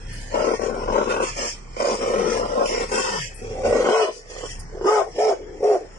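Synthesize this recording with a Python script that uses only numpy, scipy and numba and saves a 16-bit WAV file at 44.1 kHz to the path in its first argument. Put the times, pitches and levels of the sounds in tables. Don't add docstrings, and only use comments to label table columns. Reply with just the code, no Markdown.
import sys
import numpy as np
from scipy import signal
from scipy.fft import rfft, irfft
from scipy.io import wavfile
from scipy.ndimage import uniform_filter1d, minimum_filter1d, map_coordinates
from numba import njit

SR = 44100
rng = np.random.default_rng(int(sys.argv[2]) if len(sys.argv) > 2 else 0)


def master(y):
    cut = np.clip(np.atleast_2d(y).T, -1, 1)
    pcm = np.round(cut * 32767)
    wavfile.write(sys.argv[1], SR, pcm.astype(np.int16))


def to_linear_factor(level_db):
    exponent = np.asarray(level_db, float) / 20
    return 10 ** exponent


N = 263718
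TIME = np.arange(N) / SR

# (time [s], throat resonance [Hz], left over right [dB])
HEAD_MOVES = [(0.0, 477, 1.5), (0.28, 520, -1.0), (0.32, 550, 5.5), (0.68, 460, 12.5), (1.53, 543, 4.5),
              (1.58, 370, -1), (1.85, 570, 0.5), (2.27, 444, 13), (2.68, 545, 3), (2.71, 474, 5),
              (3.33, 514, 5), (3.36, 422, 1.5), (3.61, 520, 0.5), (3.93, 435, 6), (4.38, 464, -10),
              (4.96, 400, 3), (5.93, 401, 1), (5.98, 393, -12)]
# (centre [Hz], width [Hz], level [dB])
MOUTH_PEAKS = [(921, 130, 2), (1073, 69, 4), (1256, 124, -3), (1414, 240, -4)]
# (start [s], length [s], top pitch [Hz], level [dB], overtones [dB])
BARK_EVENTS = [
    (3.912, .16, 455, -9.5, -28),
    (4.856, 0.19, 432, -13.5, -20.5),
    (5.178, 0.17, 440, -12, -39),
    (5.623, 0.1604, 424, -11.5, -45),
]


def rms_one(x):
    return x / np.sqrt(np.mean(x ** 2) + 1e-20)


def in_time(rows):
    s, *columns = np.transpose(rows)
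    return [np.interp(TIME, s, c) for c in columns]


def drift(rate):
    knots = rng.standard_normal(int(N / SR * 200) + 2)
    return np.interp(TIME * min(rate, 190), np.arange(len(knots)), knots)


def fade(start, end, edge=0.0098):
    return np.clip(np.minimum(TIME - start, end - TIME) / edge, 0, 1)


def filtered(x, order, hz, kind):
    return signal.sosfilt(signal.butter(order, hz, kind, fs=SR, output="sos"), x)


@njit
def moving_peak(x, cosine, r):
    y = np.zeros(len(x))
    for i in range(2, len(x)):
        push = (1 - r * r) / 2 * (x[i] - x[i - 2])
        y[i] = push + 2 * r * cosine[i] * y[i - 1] - r * r * y[i - 2]
    return y


def peak(x, hz, width):
    return moving_peak(x, np.cos(2 * np.pi * hz / SR) * np.ones(N), np.exp(-np.pi * width / SR))


def tract(x, peaks, shift=1):
    return sum((-1) ** k * to_linear_factor(level_db) * peak(x, hz * shift, width)
               for k, (hz, width, level_db) in enumerate(peaks))


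def evened(x, span=0.029):
    size = int(span * SR)
    return x / np.sqrt(uniform_filter1d(uniform_filter1d(x ** 2, size), size) + 1e-12)


def tone(hz, levels, wobble, rough_db):
    turn = 2 * np.pi * np.cumsum(hz * (1 + wobble * drift(90))) / SR
    return sum(to_linear_factor(db + rough_db * (k + 3) * drift(120)) * np.sqrt(2) * np.sin((k + 1) * turn)
               for k, db in enumerate(levels))


def engine():
    # (time [s], level [dB])
    idle_levels = [(0.0, -40), (0.05, -34), (0.64, -42), (0.93, -31.5), (1.04, -41.5), (1.36, -39), (1.44, -46),
                   (1.71, -40), (1.87, -44), (2.31, -42), (2.34, -40), (2.9, -39), (3.07, -47), (3.63, -36.5),
                   (3.7, -30.5),
                   (4.2, -50), (4.58, -37), (5.2, -45)]
    # (multiple of firing rate [1], level [dB])
    order_levels = [(2, -15), (3, -15), (4, -54.5), (5, -34)]
    firing_hz = 33.1
    level_db = in_time(idle_levels)[0]
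    turn = 2 * np.pi * np.cumsum(firing_hz * (1 + 0.017 * drift(16))) / SR
    orders = sum(to_linear_factor(db + 3.1 * drift(6.3)) * np.sin(k * turn + k) for k, db in order_levels)
    boom = to_linear_factor(1.0 * drift(22)) * np.sin(turn + np.array([[.15], [-.15]]))
    noise = filtered(rng.standard_normal((2, N)), 2, [38, 150], "band")
    rumble = rms_one(noise[0] + 0.17 * noise[1] * [[1], [-1]])
    return to_linear_factor(level_db) * (np.sqrt(2) * (boom + orders) + to_linear_factor(-6.0) * rumble)


def outside_air():
    # (frequency [Hz], density [dB per Hz])
    spectrum = [(26, -47), (45, -26), (149, -10), (553, -12), (2100, -16), (3100, -65.5), (3650, -37.5),
                (5390, -18), (8350, -25.5), (11000, -89.5), (14300, -125), (22000, -120)]
    level_db = -25 - 23.0
    hz = np.fft.rfftfreq(N, 1 / SR) + 1
    points = np.array(spectrum)
    shape = to_linear_factor(np.interp(np.log(hz), np.log(points[:, 0]), points[:, 1]))
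    return to_linear_factor(level_db) * rms_one(irfft(rfft(rng.standard_normal((2, N))) * shape, N))


def folds():
    # (time [s], rate [slaps per s], breath share [0-1])
    slap_rates = [(0, 60, .8), (.33, 55, .2), (.75, 45, .2), (1.25, 60, .25), (1.6, 60, .8), (1.8, 65, .2),
                  (2.9, 62, .25), (3.3, 60, .7), (3.7, 80, .3), (3.92, 150, .6), (4.15, 60, .6),
                  (4.4, 40, .2), (4.8, 60, .3), (4.9, 150, .6), (5.98, 120, .6)]
    per_s, breath = in_time(slap_rates)
    cycle = np.cumsum(per_s * to_linear_factor(3.5 * drift(60))) / SR
    slaps = np.diff(np.floor(cycle), prepend=0) * to_linear_factor(2.8 * drift(110))
    r = np.exp(-1 / (.004 * SR))
    puffs = rms_one(signal.lfilter([1], [1, -2 * r, r * r], slaps + 1e-18))
    return slaps, puffs, np.clip(breath, 0, 1)


def pushes(rows, rise, fall, rest_db):
    own, other = to_linear_factor(rest_db) ** 2
    for s, held, level_db, other_db in rows:
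        before, after = np.clip(s - TIME, 0, 1), np.clip(TIME - s - held, 0, 1)
        power = to_linear_factor(level_db - rise * before - fall * after) ** 2
        own = own + power
        other = other + power * to_linear_factor(other_db) ** 2
    return 10 * np.log10(own), 10 * np.log10(other)


def hard_slaps():
    # (time [s], peak level [dB])
    slap_events = [(0.506, -6), (0.536, -18), (0.595, -12.5), (0.877, -16), (1.015, -3), (1.14, -9),
                   (1.203, -4.5), (1.767, -14), (1.846, -6), (2.009, -17), (2.916, -33), (3.119, -26),
                   (3.422, -34), (3.492, -30), (3.637, -23), (3.727, -5), (3.845, -14), (3.888, 1),
                   (4.334, -36), (4.365, -19.5), (4.437, -16), (4.772, -29), (4.812, -12.5), (4.844, -23),
                   (5.184, -17), (5.271, -10), (5.467, -46), (5.602, -33), (5.627, -29)]
    clicks = np.full(N, 1e-18)
    clicks[[round(s * SR) for s, _ in slap_events]] = to_linear_factor(np.array(slap_events)[:, 1] + 36)
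    return clicks


def snarl(lock):
    # (centre [Hz], width [Hz], level [dB])
    chest_peaks = [(228, 36, -7.5), (346.5, 76, -11.5), (687, 69, -11.5)]
    muzzle_peaks = [(1550, 140, -21), (1787, 160, 23.5), (2733, 740, 18), (2820, 223, 22),
                    (3033, 980, 10.5)]
    teeth_peaks = [(4030, 700, -15), (4130, 270, -21), (4930, 320, -4.5), (5264, 1070, 9.5),
                   (5410, 1370, -3), (6100, 1300, -13), (6820, 2100, 2.5), (8150, 640, 2),
                   (9920, 706, -4.5), (9930, 366, -2.5)]
    # (start [s], held [s], throat level [dB], open mouth over throat [dB])
    growl_pushes = [(.345, 0.14, -19, -7.5), (.48, 0.061, -16.5, -11.5), (.61, 0.096, -22.5, -10.5),
                    (.72, 0.17, -25, -10.5), (.88, 0.051, -21.5, -8.5), (.95, 0.077, -15.5, -8),
                    (1.07, 0.17, -19, -6.5), (1.26, 0.035, -36, 5), (1.38, 0.089, -25, -6.5),
                    (1.8, .15, -18.5, -8.5), (2.0, .33, -20, -10), (2.35, 0.11, -19, -11.5),
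                    (2.5, 0.085, -20.5, -13.5), (2.58, 0.074, -15.5, -10), (2.7, 0.14, -21, -9.5),
                    (2.92, 0.085, -21, -3), (3.04, .14, -27, 0.5), (3.42, 0.21, -26, -27),
                    (3.64, 0.449, -15.5, -14.5), (3.86, 0.16, -15, -11.5), (4.17, 0.024, -39, -20),
                    (4.31, 0.095, -33, -15), (4.43, 0.021, -26, -13), (4.74, 0.13, -29, -25),
                    (4.85, 0.17, -13.5, -14), (5.04, 0.046, -28, -26), (5.19, 0.14, -12, -22),
                    (5.35, .23, -32.5, -51), (5.63, 0.14, -11, -27.5), (5.79, 0.058, -31.5, -34)]
    # (start [s], held [s], teeth level [dB], muzzle over teeth [dB])
    air_rushes = [(.1, 0.22, -46, 0), (.33, 0.22, -41, 2), (.62, 0.053, -40.5, -1), (.75, 0.13, -48, 0.5),
                  (.93, .1, -43.5, 1.5), (1.1, 0.042, -37, 4), (1.23, 0.062, -33, 0),
                  (1.38, 0.11, -31.5, -3), (1.8, 0.14, -35.5, -2.5), (2.0, 0.31, -40, 1),
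                  (2.3, 0.076, -34, -3), (2.45, 0.23, -44.5, -2), (2.66, .16, -34, -1),
                  (2.93, 0.067, -29, -4), (3.03, 0.21, -32, -2.5), (3.4, 0.27, -50, 0),
                  (3.66, 0.19, -36.5, 1.5), (3.88, 0.16, -37, 4), (4.13, 0.048, -42.5, -17),
                  (4.31, 0.22, -42.5, -2), (4.87, 0.11, -37, -1), (5.1, 0.024, -51, -20),
                  (5.19, 0.1, -36.5, -3), (5.36, 0.025, -63, -9.5), (5.64, 0.11, -46, -0.5)]
    # (time [s], level [dB])
    chest_turn = [(3.9, 0.6), (4.0, -13.5)]
    throat_db, mouth_db = pushes(growl_pushes, rise=596, fall=791, rest_db=(-48, -64.5))
    teeth_db, muzzle_db = pushes(air_rushes, rise=309.5, fall=243, rest_db=(-63.5, -58.5))
    slaps, puffs, breath = folds()
    air = rng.standard_normal(N)
    jaw = 1 + 0.039 * drift(5)

    def drive(slap, puff):
        return (1 - breath) * (slap * rms_one(slaps) + puff * puffs * air) + breath * air

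    low = drive(.65, .8)
    throat_hz = in_time(HEAD_MOVES)[0] * (1 + .3 * lock)
    throat = peak(peak(low, throat_hz * (1 + .06 * drift(30)), 140), throat_hz, 300)
    throat = throat + (1 - lock) * to_linear_factor(in_time(chest_turn)[0]) * tract(low, chest_peaks, jaw)
    throat = filtered(throat, 2, [170, 900], "band")
    mouth = peak(tract(drive(.45, .8), MOUTH_PEAKS, jaw * (1 + .05 * lock)), 1150, 1100)
    muzzle = peak(tract(drive(.15, .6), muzzle_peaks, jaw), 2400, 2400)
    teeth = filtered(tract(drive(.1, .4), teeth_peaks, jaw ** .4), 2, 3300, "high")
    parts = to_linear_factor(throat_db - 8.8 * lock) * evened(throat)
    parts = parts + to_linear_factor(mouth_db + 2.5) * evened(mouth)
    parts = parts + to_linear_factor(muzzle_db + 4.5) * evened(muzzle)
    parts = parts + to_linear_factor(teeth_db + 4.0) * evened(teeth)

    clicks = hard_slaps()
    hard = peak(peak(clicks, throat_hz, 130), throat_hz, 890)
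    hard = hard + to_linear_factor(-23.5) * tract(clicks, MOUTH_PEAKS, jaw)
    shut = np.convolve(clicks > 1e-9, np.hanning(900))[800:N + 800]
    return (1 - .6 * shut) * parts + hard


def fence():
    # (time [s], peak level [dB], fade [s], left over right [dB], lowest frequency [Hz])
    claw_ticks = [
        (.125, -36, .07, 2, 3000),
        (.2, -38, .05, 2, 3000),
        (2.67, -34, .03, 3, 9000),
        (2.91, -31, .015, 0, 3000),
        (3.342, -36, .035, 12, 7600),
        (4.592, -27, .016, -6, 4500),
    ]
    out = 0
    for s, level_db, fade_s, lean_db, low_hz in claw_ticks:
        age = np.clip(TIME - s, 0, None)
        shape = to_linear_factor(level_db + lean_db * np.array([[.5], [-.5]])) * np.minimum(age / .005, 1)
        shape = shape * np.exp(-age / fade_s)
        out = out + shape * filtered(rng.standard_normal((2, N)), 3, [low_hz, 10800], "band")
    return out


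def gulp(s, length, first_hz, last_hz, level_db):
    edge_db = -13.5
    rows = [(s + share * length, first_hz + share * (last_hz - first_hz), level_db + edge * edge_db)
            for share, edge in ((0, 0.75), (.3, 0.18), (.75, 0), (1, 1))]
    hz, hum_db = in_time(rows)
    return fade(s, s + length) * tone(hz, [hum_db], 0.01, 1.44)


def bark(s, length, top_hz, level_db, third_db):
    # (share of length [0-1], pitch over top [1], level [dB], overtones [dB], cheeks [dB])
    arch = [
        (0, .9, -5, -9, -33),
        (.2, .97, -1.5, -1.5, -23),
        (.42, 1, 0, 0, -22),
        (.68, .955, -2, -1.5, -17),
        (.86, .885, -7, -7, -21),
        (1, .82, -20, -19, -33),
    ]
    second_db, cheek_top_hz = -1.5, 720
    rows = [(s + share * length, top_hz * pitch, level_db + db, third_db + second_db + over_db,
             third_db + over_db, cheek_top_hz * pitch ** .5, air_db)
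            for share, pitch, db, over_db, air_db in arch]
    hz, *levels, cheek_hz, cheek_db = in_time(rows)
    levels += [levels[-1] - 20.5, levels[-1] - 19.5]
    cheeks = peak(peak(rng.standard_normal(N), cheek_hz, 60), cheek_hz, 130)
    voice = tone(hz, levels, 0.00804, rough_db=.7)
    return fade(s, s + length) * (voice + to_linear_factor(cheek_db) * evened(cheeks, 0.1))


def dog():
    # (start [s], length [s], first pitch [Hz], last pitch [Hz], level [dB])
    gulp_events = [
        (2.146, .13, 219.6, 163, -30.5),
        (3.089, 0.2, 224.8, 97, -31.5),
        (3.394, 0.15, 99.7, 103, -37.5),
        (3.635, 0.087, 85, 82.6, -31),
    ]
    lock = sum(fade(s, s + length + .03, .03) for s, length, *_ in BARK_EVENTS)
    return snarl(lock) + sum(gulp(*g) for g in gulp_events) + sum(bark(*b) for b in BARK_EVENTS)


def cabin(x, wet_db=-2.0, t60=0.12, far_db=-26, far_t60=0.33, count=12):
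    t = TIME[:SR // 2]
    out = np.zeros((2, N + SR))
    far = rng.standard_normal((2, len(t))) * to_linear_factor(-60 * t / far_t60) * (t > .03)
    step = N // count + 1
    for k in range(count + 1):
        near = rng.standard_normal((2, len(t))) * (t > .0007)
        near = near * (rng.random((2, len(t))) < .08) * to_linear_factor(-60 * t / t60)
        near = filtered(near, 1, 1800, "high")
        reply = to_linear_factor(wet_db) * rms_one(near) + to_linear_factor(far_db) * rms_one(far)
        start, stop = max((k - 1) * step, 0), min((k + 1) * step, N)
        piece = x[start:stop] * (1 - np.abs(np.arange(start, stop) / step - k))
        wet = signal.fftconvolve(piece[None], reply / np.sqrt(len(t)), axes=1)
        out[:, start:start + wet.shape[1]] += wet
    return out[:, :N]


def ducking(voice, knee_db=-27, ratio=0.4):
    level_db = 10 * np.log10(uniform_filter1d(voice ** 2, int(0.072 * SR)) + 1e-12)
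    held_db = np.maximum.accumulate(level_db + 45 * TIME) - 45 * TIME
    return to_linear_factor(-ratio * np.clip(held_db - knee_db, 0, 30))


def scene():
    # (time [s], lag [ms])
    right_lag = [(0, 0.55), (3.3, 0.39), (3.6, 0.18), (5.98, 0.12)]
    voice = dog()
    lean_db = np.clip(in_time(HEAD_MOVES)[-1], -8, 12)
    lag = (in_time(right_lag)[0] + 0.02 * drift(4.7)) * SR / 1000
    ports = np.array([voice, map_coordinates(voice, [np.arange(N) - lag], order=3)])
    lows = filtered(ports, 1, 1100, "low")
    direct = lows * to_linear_factor([lean_db / 2, -lean_db / 2]) + (ports - lows) * to_linear_factor([[-1.5], [1.5]])
    idle = ducking(voice, knee_db=-19, ratio=1.9) * engine()
    street = ducking(voice) * outside_air()
    return idle + street + to_linear_factor(-5.5) * direct + fence() + cabin(voice)


def swaying(spec, hz, depth=1.4, from_hz=1200):
    field = rng.standard_normal((2,) + spec.shape)
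    field = uniform_filter1d(uniform_filter1d(field, size=11, axis=2), size=16, axis=3)
    field = (field[0] + 1j * field[1]) / field.std() / np.sqrt(2)
    share = depth * hz[:, None] / (hz[:, None] + from_hz)
    return spec * (1 + share * field) / np.sqrt(1 + share ** 2)


def starved_bands(x, valley_db=8.0, quiet_db=-84, loose_db=8.0):
    hz, _, spec = signal.stft(x, SR, nperseg=2048, noverlap=1536)
    spec = swaying(spec, hz)
    bands = (np.abs(spec[:, :1024]) ** 2).reshape(2, 128, 8, -1).mean(axis=2)
    level_db = 10 * np.log10(uniform_filter1d(bands, 5, axis=2) + 1e-16)
    below_db, above_db = (-minimum_filter1d(-level_db, size=9, axis=1, origin=side) for side in (4, -4))
    luck = uniform_filter1d(rng.standard_normal(bands.shape[1:]), 6, axis=1) * np.sqrt(6)
    high = hz[4:1024:8, None]
    limit_db = np.minimum(below_db, above_db) - valley_db - 5.0 * (high < 3000) + loose_db * luck
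    valley = (level_db < limit_db) & (high > 1100)
    faint = (level_db < quiet_db + 3.0 * luck) & (high > 7500)
    spec[:, :1024] *= np.repeat(np.where(valley | faint, .03, 1), 8, axis=1)
    return signal.istft(spec, SR, nperseg=2048, noverlap=1536)[1][:, :N]


def top_cut(x):
    return signal.sosfilt(signal.butter(12, 12470, fs=SR, output="sos"), x)


def record(dry):
    dipped = np.array([.45 * peak(c, 6150, 300) + .7 * peak(c, 7750, 300) for c in dry])
    flat = dry - dipped
    flat = flat - np.array([0.42 * peak(c, 3565, 1070) for c in flat])
    top = signal.sosfiltfilt(signal.butter(4, 7740, "high", fs=SR, output="sos"), flat)
    port_db = np.array((4, -6))
    ports = flat + top * (to_linear_factor(port_db) - 1)[:, None]
    cut = filtered(0.91 * np.tanh(ports / 0.86), 6, 10500, "low")
    return top_cut(starved_bands(cut))


dry = scene()
out = record(dry)
master(out)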